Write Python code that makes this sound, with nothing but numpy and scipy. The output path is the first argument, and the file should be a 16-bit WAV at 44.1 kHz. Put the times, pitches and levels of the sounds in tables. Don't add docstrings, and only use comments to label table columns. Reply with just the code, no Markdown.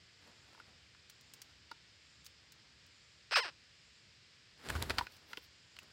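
import sys
import numpy as np
from scipy import signal
from scipy.fft import rfft, irfft, next_fast_len
from scipy.io import wavfile
from scipy.ndimage import map_coordinates

SR = 44100
rng = np.random.default_rng(int(sys.argv[2]) if len(sys.argv) > 2 else 0)


def materialize(psi):
    bounded = np.clip(np.atleast_2d(psi).T, -1, 1)
    quanta = np.round(bounded * 32767).astype(np.int16)
    wavfile.write(sys.argv[1], SR, quanta)


N = 261072

# (frequency [Hz], level [dB])
FEATHER_SPECTRUM = [(120, -9), (200, 1), (249, 1), (448, -1), (749, -1.5), (1100, -3.5), (1480, -1),
                    (2470, -8.5), (4950, -10), (5940, -20), (7270, -17), (16000, -31.5)]


def amp(db):
    return 10 ** (np.asarray(db) / 20)


def unit(x):
    return x / np.sqrt(np.mean(x ** 2) + 1e-20)


def unit_peak(x):
    return x / np.abs(x).max()


def unit_attack(x):
    return x / np.sqrt(np.mean(x[:SR // 100] ** 2))


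def add(out, s, x):
    part = out[round(s * SR):][:len(x)]
    part += x[:len(part)]


def curve(points):
    times, values = np.transpose(points)
    return np.interp(np.arange(N) / SR, times, values)


def wobble(rate):
    return map_coordinates(rng.standard_normal(int(N * rate / SR) + 4), [np.arange(N) * rate / SR])


def swells(rows, shape=1.7):
    t = np.arange(N) / SR
    return sum(amp(db) * np.exp(-np.abs((t - s) / half) ** shape) for s, half, db in rows)


def colour(points, hz):
    f, db = np.transpose(points)
    return amp(np.interp(np.log(hz + 1), np.log(f + 1), db))


def filtered(x, response):
    size = next_fast_len(len(x) + SR // 10)
    return irfft(rfft(x, size) * response(np.fft.rfftfreq(size, 1 / SR)), size)[:len(x)]


def resonance(f, hz, width):
    return 1j * f * width / (hz * hz - f * f + 1j * f * width)


def minimum_phase(spectrum, size=4096):
    cepstrum = irfft(np.log(colour(spectrum, np.fft.rfftfreq(size, 1 / SR))))
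    cepstrum[1:size // 2] *= 2
    cepstrum[size // 2 + 1:] = 0
    return irfft(np.exp(rfft(cepstrum)))


def noise(spectrum, grain_db=0):
    grains = rng.standard_normal(N) * amp(grain_db * wobble(900))
    return unit(filtered(grains, lambda f: colour(spectrum, f)))


def burst(length):
    t = np.arange(SR // 10) / SR
    return rng.standard_normal(len(t)) * amp(-30 * t / length)


def forest(hiss_db=-65, rumble_db=-72, swell_hz=1.125, crest_s=0.36):
    # (frequency [Hz], level [dB])
    hiss = [(250, -13.5), (450, -5), (800, -11.5), (1200, -7), (1700, -2), (2800, -1), (3900, -2.5),
            (5100, -1.5), (6200, -12), (7500, -10.5), (8500, -18), (9600, -30), (13500, -37.5),
            (16000, -44)]
    rumble = [(15, -64), (25, -28), (50, -9.5), (70, 2), (113, 0), (279, -13), (328, -12.5), (400, -22),
              (520, -39), (880, -120)]
    # (centre [Hz], width [Hz], level [dB], swing either way [dB])
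    insects = [(4910, 760, -75.5, 0), (7180, 810, -88, 10)]
    t = np.arange(N) / SR
    out = amp(hiss_db + 0.11 * wobble(2.1)) * noise(hiss)
    out += amp(rumble_db + wobble(6)) * noise(rumble)
    for hz, width, db, swing_db in insects:
        band = unit(filtered(rng.standard_normal(N), lambda f: resonance(f, hz, width) ** 2))
        out += amp(db + swing_db * np.cos(2 * np.pi * swell_hz * (t - crest_s))) * band
    return out


def echoes(x, t60_s=0.18, delay_s=0.0072):
    t = np.arange(SR // 4) / SR
    tail = rng.standard_normal(len(t)) * amp(-60 * t / t60_s) * (t > delay_s)
    return signal.fftconvolve(x, tail / np.linalg.norm(tail))[:N]


def rustle():
    # (middle [s], half length [s], level [dB])
    brushes = [(.28, 0.076, -68.5), (.55, 0.23, -69), (1.42, 0.13, -70), (4.675, 0.032, -55.5),
               (4.76, 0.11, -52), (4.98, 0.15, -63), (5.32, 0.12, -66.5), (5.85, 0.2, -71.5)]
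    scratches = [(4.7, .06, -62), (5.02, 0.044, -64), (5.14, 0.041, -64.5), (5.31, 0.031, -62),
                 (5.38, 0.012, -58), (5.44, 0.022, -62)]
    shuffles = [(.3, 0.054, -65.5), (.7, 0.066, -72), (1.33, 0.25, -75), (2.56, 0.2, -74.5)]
    # (frequency [Hz], level [dB])
    scratch_spectrum = [(600, -22), (2000, 4), (5000, 10.5), (7000, -6), (11000, -5), (15000, 0)]
    shuffle_spectrum = [(60, -10), (120, -6), (250, -5.5), (550, -12), (1000, -11.5), (2500, -22),
                        (6000, -50)]
    brushing = swells(brushes) * amp(2.6 * wobble(35)) * noise(FEATHER_SPECTRUM, grain_db=3.5)
    scratching = swells(scratches) * noise(scratch_spectrum)
    shuffling = swells(shuffles) * amp(1.9 * wobble(24.26)) * noise(shuffle_spectrum)
    return brushing + scratching + shuffling


def splinters(snap_s=0.016):
    # (time [s], peak level [dB])
    snaps = [(1.098, -41.5), (1.21, -52), (1.337, -39.5), (1.4176, -37.5), (2.246, -50), (2.256, -44),
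             (2.264, -38), (2.521, -47), (2.865, -54.5), (5.121, -53), (5.167, -50), (5.789, -45),
             (5.83, -54)]
    # (frequency [Hz], level [dB])
    spectrum = [(500, -34), (1500, -5.5), (3000, -4.5), (4800, 1), (6500, 0), (9000, -5.5), (12000, -12),
                (15500, -4.5)]
    out = np.zeros(N)
    for s, db in snaps:
        snap = filtered(burst(snap_s), lambda f: colour(spectrum, f))
        add(out, s, amp(db) * unit_peak(snap))
    return out


def squeak(jitter=0.04, scatter_db=2.4, grit_db=-11, rasp_db=-11, bite=0.7, travel_s=0.00222):
    # (time [s], slip rate [Hz])
    glide = [(3.3105, 380), (3.321, 550), (3.333, 900), (3.342, 1650), (3.344, 2480), (3.354, 2560),
             (3.358, 1400), (3.363, 1130), (3.374, 580), (3.399, 440), (3.404, 1070), (3.425, 1000),
             (3.444, 810), (3.452, 365), (3.501, 255)]
    # (time [s], level [dB])
    pressure = [(3.310, -45), (3.327, -33.5), (3.3555, -32), (3.3585, -24.5), (3.384, -29), (3.412, -40),
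                (3.463, -43), (3.502, -53)]
    # (frequency [Hz], level [dB])
    body_spectrum = [(200, -25), (420, -6), (950, -5), (1550, 0.5), (2150, -5), (2750, -3), (3500, -10),
                     (4500, -7.5), (5200, -4), (6100, -22), (7200, -33), (8250, -23), (9500, -46),
                     (14300, -56)]
    rasp_spectrum = [(1000, -32), (2700, -13), (4000, -1), (5200, -4), (6300, -1), (7200, -22), (8250, 6),
                     (9800, -18), (12300, -52), (14300, -12)]
    even_above_hz, roughest, smoothest = 750, 0.93, 0.19
    t = np.arange(N) / SR
    rate = np.exp(curve([(s, np.log(hz)) for s, hz in glide]))
    pressure_db = curve(pressure)
    force = amp(pressure_db) * (t > glide[0][0]) * (t < glide[-1][0])
    rough = smoothest + (roughest - smoothest) / (1 + (rate / even_above_hz) ** 6)
    cycles = np.cumsum(rate * (1 + jitter * rough * wobble(400))) / SR
    slips = np.interp(np.arange(1, int(cycles[-1])), cycles, np.arange(N))
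    at = slips.astype(int)
    scatter = amp(scatter_db * rough[at] * rng.standard_normal(len(at)))
    push = force[at] * np.sqrt(SR / rate[at]) * scatter
    taps = at[:, None] + np.arange(-7, 9)
    lag = taps - slips[:, None]
    pulses = push[:, None] * np.sinc(lag) * np.sinc(lag / 8)
    drive = np.bincount(np.clip(taps, 0, N - 1).ravel(), pulses.ravel(), N)
    after_slip = unit(np.exp(-2 * (cycles % 1)))
    grit = amp(grit_db) * force * rough * after_slip * rng.standard_normal(N)
    body = minimum_phase(body_spectrum)
    voice = signal.fftconvolve(drive + grit, body / np.linalg.norm(body))[:N]
    voice = filtered(voice, lambda f: np.exp(-2j * np.pi * travel_s * (2 * np.sqrt(1000 * f) - f / 2)))
    grip = amp(bite * (pressure_db - pressure_db.max()))
    rasp = force * rough * grip * after_slip * noise(rasp_spectrum)
    return voice + amp(rasp_db) * rasp


def wing_flicks(flick_s=0.0031):
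    # (time [s], peak level [dB], treble tilt [dB/octave])
    flicks = [(4.688, -26.5, 3.5), (4.6995, -31, 10.5), (4.703, -23.5, 2.5), (4.825, -22, 4),
              (4.8975, -25, 2.5), (4.9066, -22.5, -1.5)]
    out = np.zeros(N)
    for s, db, tilt_db in flicks:
        response = lambda f: colour(FEATHER_SPECTRUM, f) * amp(tilt_db * np.log2(1 + f / 1000))
        add(out, s, amp(db) * unit_peak(filtered(burst(flick_s), response)))
    return out


def wingbeats(beats=5, start_s=4.698, beat_s=0.063, braking_s=0.0063, thump_s=0.0043):
    # (frequency [Hz], level [dB])
    air_spectrum = [(20, -22), (38, -6), (62, 1), (85, 5.5), (125, -3.5), (220, -12), (380, -8.5),
                    (700, -36)]
    closest_beat, fade_db_per_beat, thump_db, swirl_db = 1, 2, 4, -3
    t = np.arange(N) / SR
    rush, push, thumps = np.zeros((3, N))
    for stroke in range(2 * beats):
        beat, upstroke = stroke / 2, stroke % 2
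        s = start_s + beat_s * beat + braking_s * beat * (beat - 1) / 2
        rush_db = -42 - 13 * upstroke
        push_db = -42.5 - fade_db_per_beat * abs(beat - closest_beat) - 1.5 * upstroke
        rush += swells([(s, 0.012, rush_db)], shape=1.16)
        push += swells([(s, 0.021, push_db)], shape=1.3)
        passing = (t - s) / thump_s
        thumps += amp(push_db + thump_db) * (2 * passing ** 2 - 1) * np.exp(-passing ** 2)
    feathers = rush * noise(FEATHER_SPECTRUM, grain_db=2.0)
    swirl = amp(swirl_db) * push * noise(air_spectrum)
    return feathers + thumps + swirl


def knocks(focus=1.8, skid=0.076, ring_share=0.89):
    # (time [s], attack level [dB], tone centre [Hz], contact length [s])
    blows = [(.548, -62.5, 1100, .002), (.577, -61.5, 900, .002), (.6, -53, 1190, 0.0031),
             (.948, -64, 1430, .002), (1.714, -45.5, 1330, 0.0087), (1.722, -63, 290, 0.0044),
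             (4.701, -40.5, 1760, 0.0011), (4.752, -43, 1340, .004), (4.8208, -43, 1190, 0.0036),
             (4.9029, -41.5, 2000, 0.019), (4.9078, -44.5, 444, 0.0066), (4.984, -33.5, 1920, 0.013),
             (4.9887, -36, 1120, .0068), (5.0102, -35, 790, 0.002), (5.068, -48, 1960, 0.004),
             (5.332, -45, 1680, 0.0066), (5.3728, -44.5, 2710, 0.0011), (5.3763, -52, 340, 0.013),
             (5.766, -60, 3770, .005), (5.788, -50.5, 2200, 0.0023)]
    # (frequency [Hz], level [dB], t60 [s])
    modes = [(280, -5.5, 0.022), (506, -9, 0.025), (830, -9.5, 0.031), (936, -1, 0.037),
             (1195, -1.5, 0.015), (1437, -0.5, 0.034), (1675, -3, 0.026), (2090, 2, 0.015),
             (2540, 0, 0.024), (2770, 4.5, 0.021), (3190, 11, 0.0033), (3670, -3.5, 0.023),
             (4470, 5, 0.0048)]
    # (frequency [Hz], level [dB])
    crack_spectrum = [(300, -17), (700, -2), (1200, 2), (2800, -3.5), (4800, 1.5), (6200, -12.5),
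                      (9000, -22), (15000, -23)]
    out, t = np.zeros(N), np.arange(SR // 10) / SR
    for s, db, tone_hz, contact_s in blows:
        ring = np.zeros(len(t))
        for k, (hz, mode_db, t60) in enumerate(modes):
            damped_t60 = t60 * ring_share
            decay = amp(mode_db + rng.normal(0, 2.0) - 60 * t / damped_t60)
            weight = (-1) ** k / (1 + (focus * np.log2(hz / tone_hz)) ** 2)
            detuned_hz = hz * (1 + rng.normal(0, 0.043))
            ring += weight * decay * np.sin(2 * np.pi * detuned_hz * t)
        force = skid * burst(contact_s)
        force[0] = 1
        knock = signal.fftconvolve(ring, force)[:len(t)]
        crack = filtered(burst(contact_s + 0.0053), lambda f: colour(crack_spectrum, f))
        crack_db = -10 + 7.5 * np.log2(tone_hz / 1500) + 5 * np.log2(contact_s / 0.004)
        add(out, s, amp(db) * (unit_attack(knock) + amp(crack_db) * unit_attack(crack)))
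    return out


def scene(echo_db=-19):
    birds = squeak() + knocks() + splinters() + wing_flicks() + wingbeats() + rustle()
    return (birds + amp(echo_db) * echoes(birds) + forest())[None]


def record(dry, low_cut_hz=39, top_hz=15900):
    low_cut = lambda f: 1 / np.sqrt(1 + (low_cut_hz / (f + 1)) ** 20)
    top_cut = lambda f: 1 / np.sqrt(1 + (f / top_hz) ** 160)
    return filtered(dry[0], lambda f: low_cut(f) * top_cut(f))[None]


dry = scene()
out = record(dry)
materialize(out)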